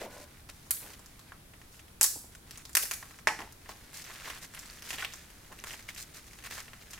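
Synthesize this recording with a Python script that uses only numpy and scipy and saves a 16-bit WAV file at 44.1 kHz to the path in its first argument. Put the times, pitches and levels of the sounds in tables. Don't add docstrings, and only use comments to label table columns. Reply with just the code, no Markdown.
import sys
import numpy as np
from scipy import signal
from scipy.io import wavfile
from scipy.ndimage import uniform_filter1d

SR = 44100
rng = np.random.default_rng(int(sys.argv[2]) if len(sys.argv) > 2 else 0)


def convert_level_to_amplitude(level_db):
    exponent = np.asarray(level_db, float) / 20
    return 10 ** exponent


def unload_wav(signal):
    wavfile.write(
        sys.argv[1],
        SR,
        np.round(np.clip(np.atleast_2d(signal).T, -1, 1) * 32767).astype(np.int16),
    )


N = 308655


def evened(x):
    return x / np.sqrt(np.mean(x ** 2) + 1e-20)


def read(points, hz):
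    f, value = np.transpose(points)
    return np.interp(np.log(hz + 1), np.log(f + 1), value)


def colour(x, points):
    log_gain = np.log(convert_level_to_amplitude(read(points, abs(np.fft.fftfreq(4096, 1 / SR)))))
    taps = np.fft.ifft(np.exp(np.conj(signal.hilbert(log_gain)))).real[:1024]
    taps = taps.reshape((1,) * (x.ndim - 1) + (-1,))
    return signal.oaconvolve(x, taps, axes=-1)[..., :x.shape[-1]]


def level(starts, lengths, dbs, rise_s, t60):
    t, power = np.arange(0, N / SR + .002, .001), 0
    for start, length, db in zip(starts, lengths, dbs):
        rise = np.clip((t - start) / rise_s + .5, 0, 1)
        decay_db = 60 * np.maximum(t - start - length, 0) / t60
        power = power + (rise * convert_level_to_amplitude(db - decay_db)) ** 2
    return np.interp(np.arange(N) / SR, t, np.sqrt(power))


def likened(a, b, same):
    same = np.clip(same, 0, 1)
    return np.array([a, same * a + np.sqrt(1 - same ** 2) * b])


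def grains(points, per_s, spread_db, smooth, same):
    sizes = convert_level_to_amplitude(spread_db * np.minimum(rng.exponential(1, N), 3.0))
    slips = sizes * (rng.random(N) < per_s / SR)
    slips = signal.lfilter([1], [1, -.97], slips)
    a, b = rng.standard_normal((2, N)) * (evened(slips) + smooth)
    return evened(colour(likened(a, b, same), points))


# frequency_hz, density_db (dB per Hz)
QUIET_TONE = [(12, -12), (20, -33), (44, 2.5), (130, -4.5), (337, -11), (399, -12.5), (527, -15),
              (1120, -18), (1480, -18), (2820, -22), (3440, -21.5), (7310, -25), (10800, -22), (16000, -29)]
# frequency_hz, left_right_likeness (0-1)
EAR_LIKENESS = [(60, 1.0), (180, 0.96), (550, 0.22), (1650, 0.028), (4970, 0.031), (15000, 0.089)]


def quiet():
    frames, hz = N // 256 + 5, np.fft.rfftfreq(1024, 1 / SR)
    a, b, c, d, patches = rng.standard_normal((frames, 513, 5)).T
    patches = evened(uniform_filter1d(uniform_filter1d(patches, 12, 0), 14, 1))
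    z = likened(a + 1j * b, c + 1j * d, read(EAR_LIKENESS, hz)[:, None])
    z *= convert_level_to_amplitude(read(QUIET_TONE, hz)[:, None] + 0.51 * patches)
    noise = signal.istft(z, nperseg=1024, noverlap=768)[1][:, :N]
    return convert_level_to_amplitude(-54.5) * evened(noise)


# frequency_hz, t60_s
ROOM_T60 = [(300, 0.49), (1000, 0.33), (2500, 0.32), (4300, 0.42), (7000, 0.44), (12000, 0.46),
            (16000, 0.47)]


def room(x):
    taps = np.zeros((2, SR))
    at = np.arange(200, SR - 20, 12) + rng.integers(0, 12, (2, (SR - 221) // 12 + 1))
    np.put_along_axis(taps, at, rng.choice([-1., 1.], at.shape), 1)
    treble = signal.lfilter(*signal.butter(2, 1500, "high", fs=SR), taps[1] - taps[0])
    taps[1] = taps[0] + 0.53 * treble + 0.58 * taps[1]
    hz, t, z = signal.stft(taps, SR, nperseg=256)
    decay = convert_level_to_amplitude(-60 * t / read(ROOM_T60, hz)[:, None])
    tail = signal.istft(z * decay, SR, nperseg=256)[1]
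    tail = tail / np.linalg.norm(tail, axis=1)[:, None]
    return signal.fftconvolve(x, tail, axes=1)[:, :N]


# delay_s, level_db
WALL_ECHOES = [
    (.0022, -5.5),
    (.0048, -4.5),
    (.0065, -7),
    (0.018, -28),
]


def box(x):
    t = np.arange(1500) / SR
    scatter_t60, scatter_db = .028, -1.5
    taps = rng.standard_normal((2, len(t))) * convert_level_to_amplitude(-60 * t / scatter_t60) * (t > 8 / SR)
    taps[1] = taps[0] + 1.14 * np.diff(taps[1], prepend=0)
    taps *= convert_level_to_amplitude(scatter_db) / np.linalg.norm(taps, axis=1)[:, None]
    for (delay, db), shifts in zip(WALL_ECHOES, rng.uniform(-0.89, 1, (len(WALL_ECHOES), 2))):
        for ear, shift in enumerate(shifts):
            taps[ear, round((delay + .0001 * shift) * SR)] += convert_level_to_amplitude(db)
    return signal.oaconvolve(x, taps, axes=1)[:, :N]


# frequency_hz, bandwidth_hz, level_db
PANELS = [(263, 22, -8), (497, 13, -1), (585, 38, 7.5), (690, 31, -1), (1004, 27, 1.5), (1460, 49, 0.5),
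          (1610, 31, -12), (2020, 90, -7)]
# start_s, length_s, level_db
SCRAP_SLIDES = [
    (0.008, 0.033, -51),
    (0.047, 0.028, -52),
    (0.098, 0.085, -53),
    (0.172, 0.079, -57.5),
    (0.818, 0.095, -62),
]


def slides():
    drag, out = rng.standard_normal(SR), np.zeros(N)
    for hz, width, db in PANELS:
        r = np.exp(-np.pi * width / SR)
        poles = [1, -2 * r * np.cos(2 * np.pi * hz / SR), r * r]
        out[:SR] += convert_level_to_amplitude(db) * evened(signal.lfilter([1, 0, -1], poles, drag))
    return level(*np.transpose(SCRAP_SLIDES), 0.012, 0.15) * out / np.std(out[:SR])


# frequency_hz, level_db
CARD_TONE = [(100, -19), (250, 3), (600, -1), (900, 2), (2000, -29)]
# start_s, length_s, level_db
CARD_SHAKES = [(0.005, 0.031, -50), (0.037, 0.055, -52), (0.095, 0.12, -58), (0.82, 0.092, -59),
               (2.158, 0.016, -53), (2.236, 0.01, -58), (3.396, 0.04, -46), (3.696, 0.028, -66),
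               (4.25, 0.066, -65), (4.933, 0.011, -46.5), (5.507, 0.011, -49.5), (5.62, 0.14, -61)]


def cardboard():
    gain = level(*np.transpose(CARD_SHAKES), 0.019, 0.079)
    return gain * grains(CARD_TONE, 140, 3.5, 1.0, 0.93)


# frequency_hz, level_db
RUSTLE_TONE = [(500, -9.5), (1000, -6), (1500, -0.5), (2000, 0.5), (2800, -3.5), (4000, -7), (8000, -21.5)]
# frequency_hz, level_db
HISS_TONE = [(2000, -23.5), (4000, -2.5), (6500, -0.5), (9000, -4), (12000, -8.5), (15000, -7),
             (16500, -43)]
# start_s, length_s, part_rustle_db, glove_hiss_db (relative to the rustle)
GLOVE_STROKES = [(0.0, 0.056, -50, -4), (0.103, 0.14, -57.5, 1), (0.492, 0.0077, -49, -1.5),
                 (0.798, 0.15, -56.5, 0.5), (0.965, 0.28, -66.5, -1), (1.262, 0.037, -61.5, -7),
                 (1.713, 0.088, -75.5, 14.5), (2.317, 0.004, -59, -2), (2.331, 0.004, -57, -2),
                 (2.47, 0.15, -59, -4), (3, .2, -62, 2), (3.317, 0.2, -63, -13), (3.614, 0.04, -70, -13),
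                 (3.689, 0.026, -52.5, -3), (3.755, 0.18, -82, -10), (3.936, 0.087, -55.5, 4.5),
                 (4.045, 0.34, -53.5, -2.5), (4.243, 0.074, -48.5, -4), (4.418, 0.031, -54, 6),
                 (4.53, 0.27, -61, 0.5), (4.839, 0.055, -54, 2.5), (4.895, 0.065, -51.5, 5),
                 (4.982, 0.035, -45, -3), (5.024, .025, -48, -3), (5.093, 0.14, -68, -2),
                 (5.662, 0.083, -52, 3), (5.886, 0.016, -49.5, -4), (5.974, 0.053, -56, 12.5),
                 (6.142, 0.05, -56.5, 0), (6.443, 0.028, -48, -3), (6.505, 0.1, -47.5, 1),
                 (6.907, 0.033, -62.5, 7)]
GLOVE_SHIFTS = [
    (0.275, 0.14, -64, -3),
    (0.523, 0.17, -67.5, 3.5),
    (1.53, 0.17, -80, 8),
    (5.77, 0.032, -68.5, 11),
    (6.256, 0.13, -79, 11),
    (6.62, 0.034, -65, 4),
    (6.807, 0.019, -62.5, 1),
]


def gloves():
    start, length, db, hiss_db = np.transpose(GLOVE_STROKES + GLOVE_SHIFTS)
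    rise_s, t60 = 0.013, 0.073
    rest = level([3.62], [N / SR], [-62], 0.24, 1)
    rustle_gain = level(start, length, db, rise_s, t60) + rest
    hiss_gain = level(start, length, db + hiss_db, rise_s, t60) + rest
    rustle = rustle_gain * grains(RUSTLE_TONE, 500, 4.1, 1.0, 0.81)
    return rustle + hiss_gain * grains(HISS_TONE, 700, 2.9, 1.0, 0.38)


PAN_DB, PAN_SPREAD_DB = -0.7, 0.4


def panned(pan_db):
    return convert_level_to_amplitude([[pan_db / 2], [-pan_db / 2]])


def rings(t, hz, t60, spread, chance):
    steps = np.linspace(-1.5, 1.5, chance.shape[1]) + .25 * chance[0]
    f = np.minimum(hz * np.exp(spread * steps), 16000)[:, None]
    decays = t60 * np.exp(0.2 * chance[2][:, None])
    modes = np.cos(2 * np.pi * (f * t + .04 * chance[1][:, None])) * convert_level_to_amplitude(-60 * t / decays)
    return modes.sum(0)


def snaps(rows, tone, strut_db, part_t60, part_db, crack_db, crack_t60=.006):
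    out, t = np.zeros((2, N + 1500)), np.arange(1500) / SR
    splinters = rng.standard_normal((len(rows), len(t))) * convert_level_to_amplitude(-60 * t / crack_t60)
    splinters = splinters / 2.6 + (t == 0)
    chance = np.clip(rng.standard_normal((len(rows), 2, 3, 5)), -1.5, 1.5)
    pans = PAN_DB + PAN_SPREAD_DB * rng.standard_normal(len(rows))
    struts = [rings(t, row[2], .0025, 0.099, a) for row, (a, b) in zip(rows, chance)]
    cracks = colour(splinters + convert_level_to_amplitude(strut_db) * np.array(struts), tone)
    for (start, peak_db, _, low_db, low_hz), crack, (_, b), pan_db in zip(rows, cracks, chance, pans):
        crack = crack * convert_level_to_amplitude(peak_db + crack_db) / abs(crack).max()
        part = rings(t, low_hz, part_t60, 0.14, b) * (1 - np.exp(-t / 0.00016))
        at = round(start * SR)
        out[:, at:at + len(t)] += (crack + convert_level_to_amplitude(low_db + part_db) * part) * panned(pan_db)
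    return out[:, :N]


# frequency_hz, level_db
CRACK_TONE = [(1500, -50), (3500, -7.5), (4600, -3.5), (5800, -0.5), (7000, 0.5), (11000, -2.5),
              (15000, -6.5), (16500, -17)]
# start_s, crack_peak_db, part_level_db, part_ring_hz
GRIPPING = [(0.015, -36.5, -42, 1900), (0.4896, -41, -61, 1420), (0.666, -46, -59, 853),
            (0.934, -40, -51, 2500), (0.9931, -41.5, -54, 820), (1.06, -39, -59, 1330),
            (1.1934, -40, -53.5, 1250), (1.3205, -48, -43, 1460), (1.5363, -50, -48, 1900),
            (1.6158, -47, -50, 1780), (1.7439, -48, -55, 2280), (1.794, -43, -48.5, 2500),
            (1.8817, -49, -54, 2550), (2.3508, -37.5, -48, 2200), (2.5094, -31, -46.5, 2100),
            (2.5574, -44, -45, 3080), (2.5753, -30, -51.5, 1380), (2.6531, -31, -49, 1630),
            (2.6943, -34, -52, 1670), (3.0268, -40, -42, 1300), (3.1094, -59, -47, 1630),
            (3.1882, -42, -46.5, 1760), (3.3903, -37, -35.5, 1690), (3.4044, -37.5, -39, 930),
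            (3.4172, -39.5, -38.5, 2000), (3.524, -38, -59, 1450), (3.6594, -56, -48.5, 1800),
            (3.6922, -36, -38.5, 810), (3.9317, -40, -51, 1830), (4.0424, -36, -55, 1800)]
TURNING = [(3.945, -37, -51, 2920), (4.0737, -49, -46, 1850), (4.2128, -46, -47, 1510),
           (4.3498, -46, -47, 2430), (4.4258, -44, -47, 1450), (4.5388, -43, -49, 1530),
           (4.6571, -41, -50, 3000), (4.693, -52, -52, 2100), (4.0996, -47, -43.5, 1400),
           (4.115, -54, -59, 1920), (4.158, -46, -43, 2480), (4.2763, -35, -39, 1150),
           (4.3003, -31, -33.5, 1950), (4.3598, -43, -44, 1490), (4.5483, -32, -42, 2220),
           (4.5747, -45, -42, 1990), (4.592, -29, -62, 1490), (4.6305, -51, -48, 1610),
           (4.7294, -40, -50, 2170), (4.8225, -35, -45, 2040), (4.891, -29.5, -45, 2900),
           (4.9055, -25.5, -29.5, 2480), (4.9393, -34, -44, 3000), (4.952, -42, -46, 2100),
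           (4.9307, -29, -35, 2200), (4.9413, -32, -38, 2200), (4.9837, -36, -32, 2280),
           (4.9944, -34, -37, 2160), (5.004, -44, -35, 2300), (5.0098, -42, -41, 2700),
           (5.0236, -36, -35, 2400), (5.026, -50, -38, 1500), (5.0415, -45, -40, 2300),
           (5.0478, -28, -29.5, 2550), (5.124, -40, -42, 3670), (5.129, -44, -52, 4500),
           (5.1366, -29, -43, 1690), (5.157, -39, -67, 2040), (5.3022, -42, -51.5, 2260)]
FEELING = [(5.5197, -45, -47, 1200), (5.5265, -40, -44.5, 1300), (5.826, -42, -56, 3000),
           (6.28, -47, -54, 1990), (6.4246, -46, -51, 2180), (6.512, -52, -56, 1550),
           (6.9415, -45, -43, 2360), (5.5893, -38.5, -41, 3100), (5.6394, -29.5, -36, 1790),
           (5.683, -36, -46, 2400), (5.708, -38, -40, 2330), (5.7356, -53, -39, 2220),
           (5.793, -46, -48, 1750), (5.889, -33.5, -38.5, 2360), (5.948, -34, -63, 2290),
           (5.962, -41, -44.5, 2470), (5.9772, -44, -45, 2560), (6.145, -44, -63, 1580),
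           (6.1694, -36.5, -52, 1650), (6.268, -42, -61, 1950), (6.333, -41, -50, 2020),
           (6.3884, -42, -46, 2080), (6.4395, -37, -43, 1870), (6.4625, -36, -42, 1800),
           (6.5225, -35, -39.5, 2000), (6.58, -37, -38.5, 1460), (6.681, -46, -46.5, 2140),
           (6.7332, -43, -43, 1950), (6.908, -34, -61, 2370), (6.9337, -32, -42.5, 1970),
           (6.978, -46, -45, 1970)]


def ticks():
    touches = GRIPPING + TURNING + FEELING
    stub_hz = 6400 * np.exp(0.28 * np.clip(rng.standard_normal(len(touches)), -2, 2))
    rows = [(start, peak_db, hz, low_db, low_hz)
            for (start, peak_db, low_db, low_hz), hz in zip(touches, stub_hz)]
    return snaps(rows, CRACK_TONE, -13.0, 0.0042, 0.87, 0.63, crack_t60=0.009)


# frequency_hz, level_db, t60_s
BODY_MODES = [(342, -6, 0.11), (630, -12, 0.04), (833, -5, 0.055), (862, 4, 0.17), (930, -7.5, 0.13),
              (1080, -21, 0.17), (1750, -25, 0.035), (1880, -4, 0.04), (2300, -14, 0.059)]
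# start_s, level_db
PART_KNOCKS = [
    (3.2725, -40),
    (3.287, -35.5),
    (3.306, -45.5),
    (3.321, -45),
    (3.392, -57),
    (3.406, -53),
    (3.419, -53),
    (2.0125, -49),
    (2.043, -58),
]


def body():
    out, t = np.zeros(N + 9000), np.arange(9000) / SR
    variation = rng.standard_normal((len(PART_KNOCKS), len(BODY_MODES)))
    for (start, db), vary in zip(PART_KNOCKS, variation):
        grip = uniform_filter1d(rng.standard_normal((len(BODY_MODES), len(t))), size=300)
        ring = 0
        for (hz, mode_db, t60), v, g in zip(BODY_MODES, vary, grip):
            gain = convert_level_to_amplitude(mode_db + 4.1 * v - 60 * t / t60 + 5.0 * evened(g))
            ring = ring + gain * np.sin(2 * np.pi * hz * (1 + 0.0204 * v) * t)
        out[round(start * SR):][:len(t)] += convert_level_to_amplitude(db) * ring
    return out[:N] * panned(PAN_DB)


# start_s, level_db, pitch_hz, t60_s
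BLUNT_BLOWS = [(2.158, -43, 85, 0.13), (3.2719, -1.5, 1850, 0.0047), (3.2728, -16, 750, 0.0084),
               (3.274, -33, 340, .04), (3.401, -42, 330, .03), (3.277, -24, 3600, .01),
               (3.2864, -14, 2230, 0.0086), (4.2999, -22, 2000, 0.0046), (5.024, -19.5, 1980, 0.005),
               (5.048, -19.5, 2300, 0.003), (5.8886, -25, 2180, 0.014), (1.3205, -34.5, 1660, 0.016),
               (0.0085, -32, 440, .014), (0.0148, -26.5, 605, 0.022), (0.0225, -32, 516, .025),
               (0.0335, -32, 685, .025), (0.043, -34, 560, 0.018), (0.0525, -31, 460, .016),
               (0.0645, -32, 640, .025), (0.075, -34, 530, .02), (2.166, -38, 283, .03),
               (2.351, -42.5, 1480, .02), (5.026, -32.5, 1490, 0.058), (4.926, -38, 700, .02),
               (4.7, -29, 4600, .004), (5.6, -31, 6000, .004), (3.028, -33.5, 1850, .015),
               (2.0116, -16, 8200, .006), (2.0304, -14, 9700, .009), (2.0302, -11, 6800, 0.0044),
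               (2.0417, -11, 6700, .005), (2.7525, -18.5, 1700, 0.014), (2.0435, -26, 1650, .012),
               (2.0352, -27, 1800, .006), (5.639, -34, 3600, .006), (5.6405, -37, 900, .015),
               (5.74, -41, 900, .02), (4.9415, -38, 800, .02), (4.994, -39, 800, .02),
               (5.035, -40, 750, .03), (1.536, -45, 2000, .012), (0.017, -34, 380, .03),
               (4.1155, -38, 1900, .012), (4.3415, -39, 4500, .004), (5.991, -40, 2600, .008),
               (5.997, -42, 2300, .008), (6.533, -36, 2300, .008)]


def blows():
    out, t = np.zeros(N + 9000), np.arange(9000) / SR
    for start, db, hz, t60 in BLUNT_BLOWS:
        blow = convert_level_to_amplitude(db - 60 * t / t60) * np.sin(2 * np.pi * hz * t)
        out[round(start * SR):][:len(t)] += blow * np.minimum(t * hz, 1)
    return out[:N] * panned(PAN_DB)


# frequency_hz, level_db
BRIGHT_TONE = [(1500, -29), (3500, -8), (6000, -3), (8500, -2), (12000, -4.5), (15000, -4.5), (16500, -25)]
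# start_s, length_s, level_db
CRUMBLING = [
    (2.823, .005, -34),
    (2.831, .004, -34),
    (2.929, 0.0026, -46),
    (2.938, .002, -41),
    (0.7097, 0.0015, -27.5),
    (0.742, 0.012, -49),
    (2.022, .002, -29),
    (2.0245, .002, -36),
    (2.756, 0.0028, -37),
    (2.776, 0.0024, -35),
]


def crumbles():
    gain = level(*np.transpose(CRUMBLING), 0.0031, 0.0099)
    return gain * grains(BRIGHT_TONE, 2520, 5.8, 0.36, 0.45)


# frequency_hz, level_db
FINE_TONE = [(1500, -55), (3800, -12), (4600, -6), (6200, -10), (8500, -6), (11500, -4), (15000, -5.5),
             (16800, -13)]
# start_s, crack_peak_db, strut_ring_hz, part_level_db, part_ring_hz
FINEST_TIP = [
    (0.7081, -7, 11000, -37, 1880),
    (0.7133, -17.5, 9100, -56, 1940),
    (0.7715, -40, 4000, -43.5, 3300),
]


def finest_tip():
    return snaps(FINEST_TIP, FINE_TONE, -5.5, 0.0054, 0.72, -0.2)


# start_s, crack_peak_db, strut_ring_hz, part_level_db, part_ring_hz
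THIN_TIPS = [
    (2.7518, -4, 8700, -28.5, 2000),
    (2.7698, -4, 10800, -24.5, 2130),
    (2.8275, -32, 9710, -37.5, 2700),
    (2.834, -27, 11900, -47.5, 500),
    (2.9175, -24, 11100, -50, 1150),
    (2.931, -39, 9000, -42, 2600),
    (2.9364, -22, 8800, -43, 2600),
]


def thin_tips():
    return snaps(THIN_TIPS, BRIGHT_TONE, -19.0, 0.0085, 0.63, -0.16)


# frequency_hz, level_db
DULL_TONE = [(300, -20), (900, -19), (1800, 8), (2800, -2.5), (4500, 0.5), (6500, -5.5), (10000, -6.5),
             (16500, -25)]
# start_s, crack_peak_db, strut_ring_hz, part_level_db, part_ring_hz
THICK_PIECE = [
    (3.2722, -13, 6250, -24, 1760),
    (3.2768, -17, 5800, -27, 1650),
    (3.2862, -21, 5370, -31, 2410),
    (3.294, -40, 3000, -37, 890),
]


def thick_piece():
    return snaps(THICK_PIECE, DULL_TONE, -22.5, 0.0035, 3.8, -0.86)


# start_s, crack_peak_db, strut_ring_hz, part_level_db,
# part_ring_hz
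STRUT_BREAKS = [(2.0116, -5, 8400, -28, 1990), (2.0168, -19, 9100, -46, 1095),
                (2.0183, -15, 9000, -53, 2000), (2.0302, -5.5, 11200, -40, 3040),
                (2.0351, -10, 6700, -56, 1900), (2.0416, -5, 6700, -38, 1540),
                (2.0469, -23, 6860, -52, 1730), (2.0487, -14, 6500, -41, 2040),
                (2.0618, -16, 6480, -49, 2710), (2.7312, -33, 8100, -70, 1800),
                (2.855, -26, 4800, -43, 1920), (2.912, -16.5, 5300, -31, 1940)]


def breaks():
    return snaps(STRUT_BREAKS, CRACK_TONE, -22.0, 0.0075, 1.0, -0.24)


def scene():
    high_pass = signal.butter(2, 330, "high", fs=SR)
    hits = signal.lfilter(*high_pass, breaks() + thin_tips() + thick_piece() + ticks())
    hits = hits + finest_tip() + crumbles()
    heard = hits + box(hits) + convert_level_to_amplitude(-1.2) * room(hits)
    return heard + gloves() + cardboard() + quiet() + body() + blows() + slides()


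def band_limit(x):
    return signal.sosfilt(signal.butter(12, 16830, fs=SR, output="sos"), x)


def record(dry):
    edge = signal.firwin(255, 16200, window=("kaiser", 7), fs=SR)
    mix = signal.oaconvolve(dry, edge[None], "same")
    return band_limit(mix)


dry = scene()
out = record(dry)
unload_wav(out)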